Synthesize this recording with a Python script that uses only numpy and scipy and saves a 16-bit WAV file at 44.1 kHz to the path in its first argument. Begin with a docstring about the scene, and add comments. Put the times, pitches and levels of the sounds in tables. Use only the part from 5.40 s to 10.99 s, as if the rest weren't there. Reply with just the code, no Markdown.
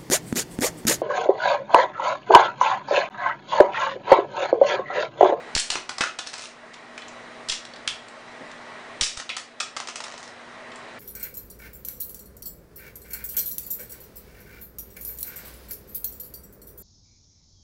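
"""Toy brick pistol and falling plate

A toy pistol of plastic bricks fires twice and is cocked close to a small camera in a bare room.
A struck plate topples and clatters on a wooden table; later the small brick bounces to rest.
Each blow is a burst of noise that rings through the body of the thing that is hit.
Room tone and a mains hum, made of shaped noise and sine waves, lie under it.
The camera's gain control ducks after loud hits.
"""
import sys
import numpy as np
from scipy import signal
from scipy.io import wavfile
from scipy.ndimage import uniform_filter1d

SR = 44100
rng = np.random.default_rng(int(sys.argv[2]) if len(sys.argv) > 2 else 0)


def unload_wav(signal):
    """Save mono or channel-first audio to the path in sys.argv[1] as 16-bit WAV at rate SR, clipped to [-1, 1]."""
    wavfile.write(
        sys.argv[1],
        SR,
        np.round(np.clip(np.atleast_2d(signal).T, -1, 1) * 32767).astype(np.int16),
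    )


def nominal_scale(level):
    """Amplitude ratio for a level in decibels (scalar or array-like)."""
    x = np.asarray(level, float) / 20
    return 10 ** x


N = 246456

# Levels of blows, tone and hum are before gain control. In all tables of blows, "bright" tilts the
# treble [dB per octave], f is the loudest region, "lift" raises it, "rattle" is set against the snap.

# broad colour of the room tone, only its shape counts: f/Hz, density/dB per Hz
TONE_COLOUR = [(20, -18), (60, -24.5), (100, -16.5), (200, -11.5), (400, -7), (700, -5.5), (1100, -7),
               (2100, -9), (2700, -15), (4500, -22), (9500, -33), (11000, -39)]
# fan whistles: f/Hz, width/Hz, level/dB
FAN_WHISTLES = [(638.6, 47, -53), (1091, 34, -58), (1922, 130, -53), (3930, 250, -62)]
# mains hum: f/Hz, level/dB
MAINS_HUM = [(120, -67.5), (240, -54.5)]
# how long the room takes to fade by 60 dB: f/Hz, t60/s
ROOM_DECAY = [(250, 0.38), (1000, 0.29), (3000, 0.33), (9000, .26)]
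# a soft knock on the table: t/s, level/dB, f/Hz, t60/s
TABLE_KNOCK = [(3.005, -33.5, 257, 0.17)]

# bodies, two lists each: broad colour (f/Hz, level/dB) and modes (f/Hz, width/Hz, level/dB)
BRICK_BODY = [(200, -20), (700, -1), (990, -2.5), (1400, -5), (1990, -3.5), (2810, -1), (3980, -4),
              (5640, -3), (7980, -11), (11000, -22.5)], [(1256, 240, 1), (1860, 82, 0), (2820, 300, -25),
              (3250, 210, -15), (4730, 300, -35)]
PLATE_BODY = [(200, -15), (700, -1), (990, -2.5), (1400, -0.5), (1990, -6), (2810, -2), (3980, -4),
              (5640, -4.5), (7980, -9.5), (11000, -18.5)], [(1360, 360, -6.5), (2020, 84, 0.5),
              (2570, 110, 1), (4150, 180, -6), (5400, 320, -4)]
PISTOL_BODY = [(200, -29), (700, -19), (990, -10), (1400, -6.5), (1990, -1.5), (2810, 1), (3980, 1.5),
               (5640, 0.5), (7980, -6), (11000, -8.5)], [(1700, 210, -2), (3430, 470, -1.5),
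               (5410, 150, 3.5), (7340, 660, 1)]

# the small brick bounces on the table: t/s, level/dB, bright/dB per octave, f/Hz, rattle/dB
BRICK_BOUNCES = [(3.7709, -16.5, 4.5, 1180, 2), (3.7983, -19.5, 0, 1350, -1.5),
                 (3.9661, -9.5, 3.5, 1720, -6), (4.2006, -13, 4, 3240, -6), (4.204, -9, 2, 1180, -7),
                 (4.365, -12.5, -1, 7980, -7), (4.4007, -18.5, 1, 830, -6.5),
                 (4.4725, -16.5, 2.5, 990, -15), (4.4857, -16, -0.5, 7980, -7),
                 (4.5567, -15, 1, 7980, -10.5), (4.6035, -17, -0.5, 830, -15), (4.6386, -18, 4, 990, -14),
                 (4.7367, -31.5, -3.5, 830, 2.5), (4.778, -25, 3, 830, -4), (4.828, -29.5, 2.5, 830, -1),
                 (4.8769, -32, 1, 1670, -3)]
# the brick raps the wall: t/s, level/dB, f/Hz, lift/dB
WALL_RAPS = [(3.8921, -9.5, 3300, 11), (3.9004, -11.5, 2380, 19)]
# the brick rocks to rest in tiny taps: t/s, level/dB, bright/dB per octave, f/Hz, lift/dB, rattle/dB
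BRICK_ROCKING = [(4.64, -31.5, -0.5, 1010, 2, -1.5)]
# the plate is struck and topples: t/s, level/dB, bright/dB per octave, f/Hz, rattle/dB
PLATE_BLOWS = [(0.3014, -8.5, 3.5, 2870, 1.5), (0.324, -20, -10, 1180, -26), (0.3543, -8, -3, 5640, -13),
               (0.492, -10, 0, 1150, -8), (0.5819, -13, 0.5, 980, -13), (0.7875, -10, 1.5, 3350, -10),
               (0.7915, -11, -2, 3380, -25), (0.8592, -31, -1, 4000, 6.5), (0.8705, -15, 1.5, 4740, -9),
               (0.9317, -16.5, 0, 810, -8.5), (0.938, -20, 0, 4770, -3), (0.98, -22, 0, 8100, -4.5),
               (1.02, -19, 4, 830, -6.5), (1.047, -27.5, 14, 7000, -12.5)]
# the plate slaps down flat: t/s, level/dB, f/Hz, lift/dB
PLATE_SLAPS = [(0.6085, 4, 1750, 3), (0.6182, -2.5, 1660, 7.5), (0.6362, 0, 1490, 12)]
# the plate chatters as it settles: t/s, level/dB, bright/dB per octave, f/Hz, lift/dB, rattle/dB
PLATE_WOBBLE = [(0.94, -35.5, 0.37, 4650, 1.2, 3.1)]
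# the slide shoots along its rails: t/s, level/dB
SLIDE_STROKES = [(0.1507, -6.5), (2.0953, -18), (3.6102, 0)]
# the same for all slide strokes: bright/dB per octave, f/Hz, lift/dB, rattle/dB
SLIDE_COLOUR = (-0.5, 5551, 5, -10)
# catch and stops inside the pistol: t/s, level/dB, bright/dB per octave, f/Hz, rattle/dB
CLACKS = [(0.1612, -13.5, 1.5, 860, -16), (0.1747, -9, -3.5, 1970, -5), (0.1803, -7, 3.5, 1670, -13),
          (0.1962, -7.5, 5, 1170, 2), (2.086, -17, 1.5, 3600, -8), (2.0978, -9, -1, 3500, -9),
          (2.1206, -12.5, -3.5, 5000, -17), (2.1244, -16.5, -5.5, 5640, -18), (3.6327, -13, 4, 1670, -3),
          (3.6424, 2, 14.5, 5400, -4), (3.6668, -17, -5, 1990, -12)]
# the trigger snaps back dry: t/s, level/dB, f/Hz, lift/dB
TRIGGER_SNAPS = [(2.4758, -4.5, 2770, 4), (2.4848, -12.5, 3700, 8)]
# loose parts tick faintly as the hand shifts: t/s, level/dB, f/Hz, lift/dB
LOOSE_TICKS = [(1.3345, -33, 5500, 6), (1.3404, -25, 2280, 6), (2.251, -26, 3500, 0),
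               (1.5776, -20, 2250, 9), (1.6195, -26, 3400, 16), (1.6817, -30.5, 6500, 10),
               (2.3356, -28, 3950, 12), (2.36, -30.5, 4000, 7), (2.6832, -32, 8300, 6),
               (3.114, -33.5, 6800, 4), (5.317, -32.5, 3250, 11), (5.358, -33.5, 8700, 13)]

# sharp cracks that jolt the microphone: t/s, height (full scale 1, before the treble cut)
MIC_CRACKS = [(0.1651, -0.47), (0.6084, -0.55), (3.6228, -0.22)]
# the microphone's rest level jumps and sags back slowly: t/s, height before the sag (full scale 1)
SLOW_JOLTS = [(.153, 0.046), (.303, -.007), (.613, 0.00087), (2.097, .013), (3.61, 0.03)]
# the same, sagging back quickly: t/s, height before the sag (full scale 1)
QUICK_JOLTS = [(.164, -0.084), (.612, -.005), (3.622, -0.063), (3.641, -0.019), (3.774, -0.035)]


def evened(x):
    """Scales a signal to an average strength (rms) of 1."""
    return x / np.sqrt(np.mean(x ** 2) + 1e-20)


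def read(points, hz):
    """Reads a curve by straight lines on a log-frequency axis."""
    f, value = np.transpose(points)
    return np.interp(np.log(hz + 1), np.log(f + 1), value)


def add(mix, s, sound):
    """Mixes a sound in at s seconds."""
    part = mix[round(s * SR):][:len(sound)]
    part += sound[:len(part)]


def causal(gain):
    """Turns a loudness-by-frequency curve into a ring that starts at once (minimum phase)."""
    mirrored = np.r_[gain, gain[-2:0:-1]]
    log_gain = np.log(np.maximum(mirrored, 1e-5))
    spectrum = np.exp(np.conj(signal.hilbert(log_gain)))
    return np.fft.ifft(spectrum).real[:len(gain)]


def lifted(table, lift_db):
    """Gives all rows the same lift."""
    return [(s, db, bright, hz, lift_db, rattle) for s, db, bright, hz, rattle in table]


def tinted(table, bright_db, rattle_db):
    """Gives all rows the same brightness and rattle."""
    return [(s, db, bright_db, hz, lift, rattle_db) for s, db, hz, lift in table]


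def body_ring(body, bright_db, loud_hz, lift_db):
    """A body rings with its broad colour and its modes; each blow wakes the modes unevenly."""
    colour, modes = body
    hz = np.fft.rfftfreq(4096, 1 / SR)
    power = nominal_scale(2 * read(colour, hz))
    for f, width, mode_db in modes:
        shift, strength = rng.standard_normal(2)  # grip and contact point differ from blow to blow
        detuning = 2 * (hz - f * (1 + 0.02 * shift)) / width
        power += nominal_scale(2 * (mode_db + 1.5 * strength)) / (1 + detuning ** 2)
    slope_db = bright_db * np.log2((np.maximum(hz, 700) + 300) / 3000)
    octaves_away = np.log2((hz + 1) / loud_hz)
    region_db = lift_db * np.exp(-(octaves_away / 0.45) ** 2)
    return causal(np.sqrt(power) * nominal_scale(slope_db + region_db))


def contact_force(clicks_per_s, t60, hold, rattle_db):
    """A contact is a short snap and a rattle of small scrapes that lasts hold s, then dies."""
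    t = np.arange(SR // 3) / SR
    click_heights = nominal_scale(3 * np.minimum(rng.exponential(1, len(t)), 4))
    clicks = (rng.random(len(t)) < clicks_per_s / SR) * click_heights
    scrapes = signal.lfilter([1], [1, -np.exp(-1 / (0.0008 * SR))], clicks)
    rattle = evened(scrapes) * nominal_scale(rattle_db - 60 * np.maximum(t - hold, 0) / t60)
    snap = 0.51 * t / 0.0013 * np.exp(1 - t / 0.0017)  # strongest after 1.7 ms
    force = (snap + rattle * np.minimum(t / 0.00095, 1)) * rng.standard_normal(len(t))
    force[round(0.0007 * SR)] -= 3.5  # the first contact is one clean impulse
    return force


def hits(table, body, clicks_per_s, t60, hold=0):
    """Each blow is a contact force that sets the body ringing."""
    out = np.zeros(N)
    for s, db, bright_db, loud_hz, lift_db, rattle_db in table:
        ring = body_ring(body, bright_db, loud_hz, lift_db)
        force = contact_force(clicks_per_s, t60, hold, rattle_db)
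        blow = signal.fftconvolve(force, ring)
        add(out, s, nominal_scale(db) * blow / np.linalg.norm(ring) / 2)
    return out


def mains_hum():
    """Sine waves whose loudness wavers slowly together."""
    t = np.arange(N) / SR
    drift = uniform_filter1d(rng.standard_normal(N), 3000)
    waver_db = 0.8 * evened(uniform_filter1d(drift, 3000))
    return sum(nominal_scale(db + waver_db) * np.sqrt(2) * np.sin(2 * np.pi * f * t) for f, db in MAINS_HUM)


def room_tone():
    """Broad noise with faint patches and a few fuzzy fan whistles, built as a spectrum over time."""
    frames, hz = N // 512 + 5, np.fft.rfftfreq(2048, 1 / SR)
    real, imaginary, patches = rng.standard_normal((frames, len(hz), 3)).T
    patches = uniform_filter1d(patches, 20, 0)  # smooth over frequency, then over time
    patches_db = 1.13 * evened(uniform_filter1d(patches, 5, 1))
    power = nominal_scale(2 * read(TONE_COLOUR, hz))
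    power *= nominal_scale(2 * -42) / power.sum()  # the broad part lies at -42 dB
    for f, width, db in FAN_WHISTLES:
        band = 1 / (1 + (2 * (hz - f) / width) ** 2) ** 2
        power += nominal_scale(2 * db) * band / band.sum()
    spectrum = (real + 1j * imaginary) * np.sqrt(power)[:, None] * nominal_scale(patches_db)
    noise = signal.istft(spectrum, nperseg=2048, noverlap=1536)[1]
    return np.sqrt(power.sum()) * evened(noise[:N])


def room_reflections(x):
    """Dense echoes die band by band; three tails take turns so that like hits do not ring alike."""
    turn = np.arange(N) / SR * 2 * np.pi * 1.7
    out = np.zeros(N)
    for k in range(3):
        hz, t, z = signal.stft(rng.standard_normal(SR // 2), SR, nperseg=128)
        fade = nominal_scale(-60 * t / read(ROOM_DECAY, hz)[:, None])
        tail = signal.istft(z * fade, SR, nperseg=128)[1]
        tail *= np.clip(np.arange(len(tail)) / SR / 0.0029 - 0.4, 0, 1)  # starts about 1 ms late
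        share = np.sqrt(2 / 3) * np.cos(turn + k * np.pi / 3)
        out += signal.fftconvolve(x * share, tail / np.linalg.norm(tail))[:N]
    return out


def knock():
    """A dull puff of noise in the table top's low resonance."""
    s, db, hz, t60 = TABLE_KNOCK[0]
    t, out = np.arange(SR // 4) / SR, np.zeros(N)
    resonance = signal.butter(2, [hz * 0.73, hz * 2], "bandpass", fs=SR)
    wood = signal.lfilter(*resonance, rng.standard_normal(len(t)))
    add(out, s, nominal_scale(db - 60 * t / t60) * np.minimum(t / 0.0066, 1) * evened(wood))
    return out


def brick():
    """The small brick bounces on the table and raps the wall, then rocks in a blur of tiny taps."""
    rows = lifted(BRICK_BOUNCES, 3.5) + tinted(WALL_RAPS, bright_db=-0.5, rattle_db=-6)
    return (hits(rows, BRICK_BODY, clicks_per_s=700, t60=0.13)
            + hits(BRICK_ROCKING, BRICK_BODY, clicks_per_s=250, t60=0.53, hold=0.051))


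def plate():
    """The plate is struck, hits the table and slaps down flat, then chatters as it settles."""
    rows = lifted(PLATE_BLOWS, 4.5) + tinted(PLATE_SLAPS, bright_db=-1.5, rattle_db=-19.5)
    return (hits(rows, PLATE_BODY, clicks_per_s=700, t60=0.14)
            + hits(PLATE_WOBBLE, PLATE_BODY, clicks_per_s=700, t60=0.18, hold=0.13))


def pistol():
    """Rattling slide strokes, clacks inside, trigger and faint ticks all ring through one body."""
    slide = [row + SLIDE_COLOUR for row in SLIDE_STROKES]
    rows = (lifted(CLACKS, 4.5)
            + tinted(TRIGGER_SNAPS, bright_db=-2.5, rattle_db=-31)
            + tinted(LOOSE_TICKS, bright_db=-3.5, rattle_db=-20.5))
    return (hits(slide, PISTOL_BODY, clicks_per_s=1500, t60=0.08, hold=0.058)
            + hits(rows, PISTOL_BODY, clicks_per_s=3600, t60=0.073))


def scene():
    """Near hits, their room tail and the steady room."""
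    near = pistol() + plate() + brick()
    return (near + nominal_scale(-3.5) * room_reflections(near) + knock() + room_tone() + mains_hum())[None]


def microphone_jolts():
    """One-sided cracks about a tenth of a millisecond wide, and steps that sag back."""
    t, out = np.arange(N) / SR, np.zeros(N)
    for s, height in MIC_CRACKS:
        out += height * np.exp(-np.minimum(((t - s) / 0.00007) ** 2, 50))
    for table, sag_s in ((SLOW_JOLTS, 0.033), (QUICK_JOLTS, 0.0034)):
        for s, height in table:
            after = np.maximum(t - s, 0)
            out += height * np.exp(-after / sag_s) * np.minimum(after / 0.0024, 1)
    return out


def held_over(x, attack_s, fall_db, knee_db):
    """dB above the knee: smoothed power whose peak is held and sinks fall_db a second."""
    smooth = np.exp(-1 / (attack_s * SR))
    power = signal.lfilter([1 - smooth], [1, -smooth], x ** 2)
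    power_db = 10 * np.log10(power + 1e-12)
    fall = np.arange(N) / SR * fall_db
    held_db = np.maximum.accumulate(power_db + fall) - fall
    return np.maximum(held_db - knee_db, 0)


def band_limit(x):
    """A steep low-pass at the top of the band."""
    return signal.sosfilt(signal.butter(12, 11120, fs=SR, output="sos"), x)


def record(dry):
    """Gain control ducks bursts, with a memory for long clatter, then peaks; jolts and a treble cut."""
    burst_db = held_over(dry[0], attack_s=0.23, fall_db=28.5, knee_db=-36.5)
    forget = np.exp(-1 / (0.55 * SR))
    memory_db = signal.lfilter([1 - forget], [1, -forget], burst_db)
    ducked = dry / nominal_scale(0.37 * burst_db + 0.2 * memory_db)
    peak_db = held_over(ducked[0], attack_s=0.0039, fall_db=152.0, knee_db=-23)
    limited = ducked / nominal_scale(0.36 * peak_db)
    rounded = 0.4 * np.tanh(limited / 0.4)  # the input stage rounds the first spike
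    treble_cut = signal.firwin(301, 10030, window=("kaiser", 6), fs=SR)  # low-pass at 10030 Hz
    mix = signal.oaconvolve(rounded + microphone_jolts(), treble_cut[None], "same")
    return band_limit(mix)


dry = scene()
out = record(dry)
unload_wav(out)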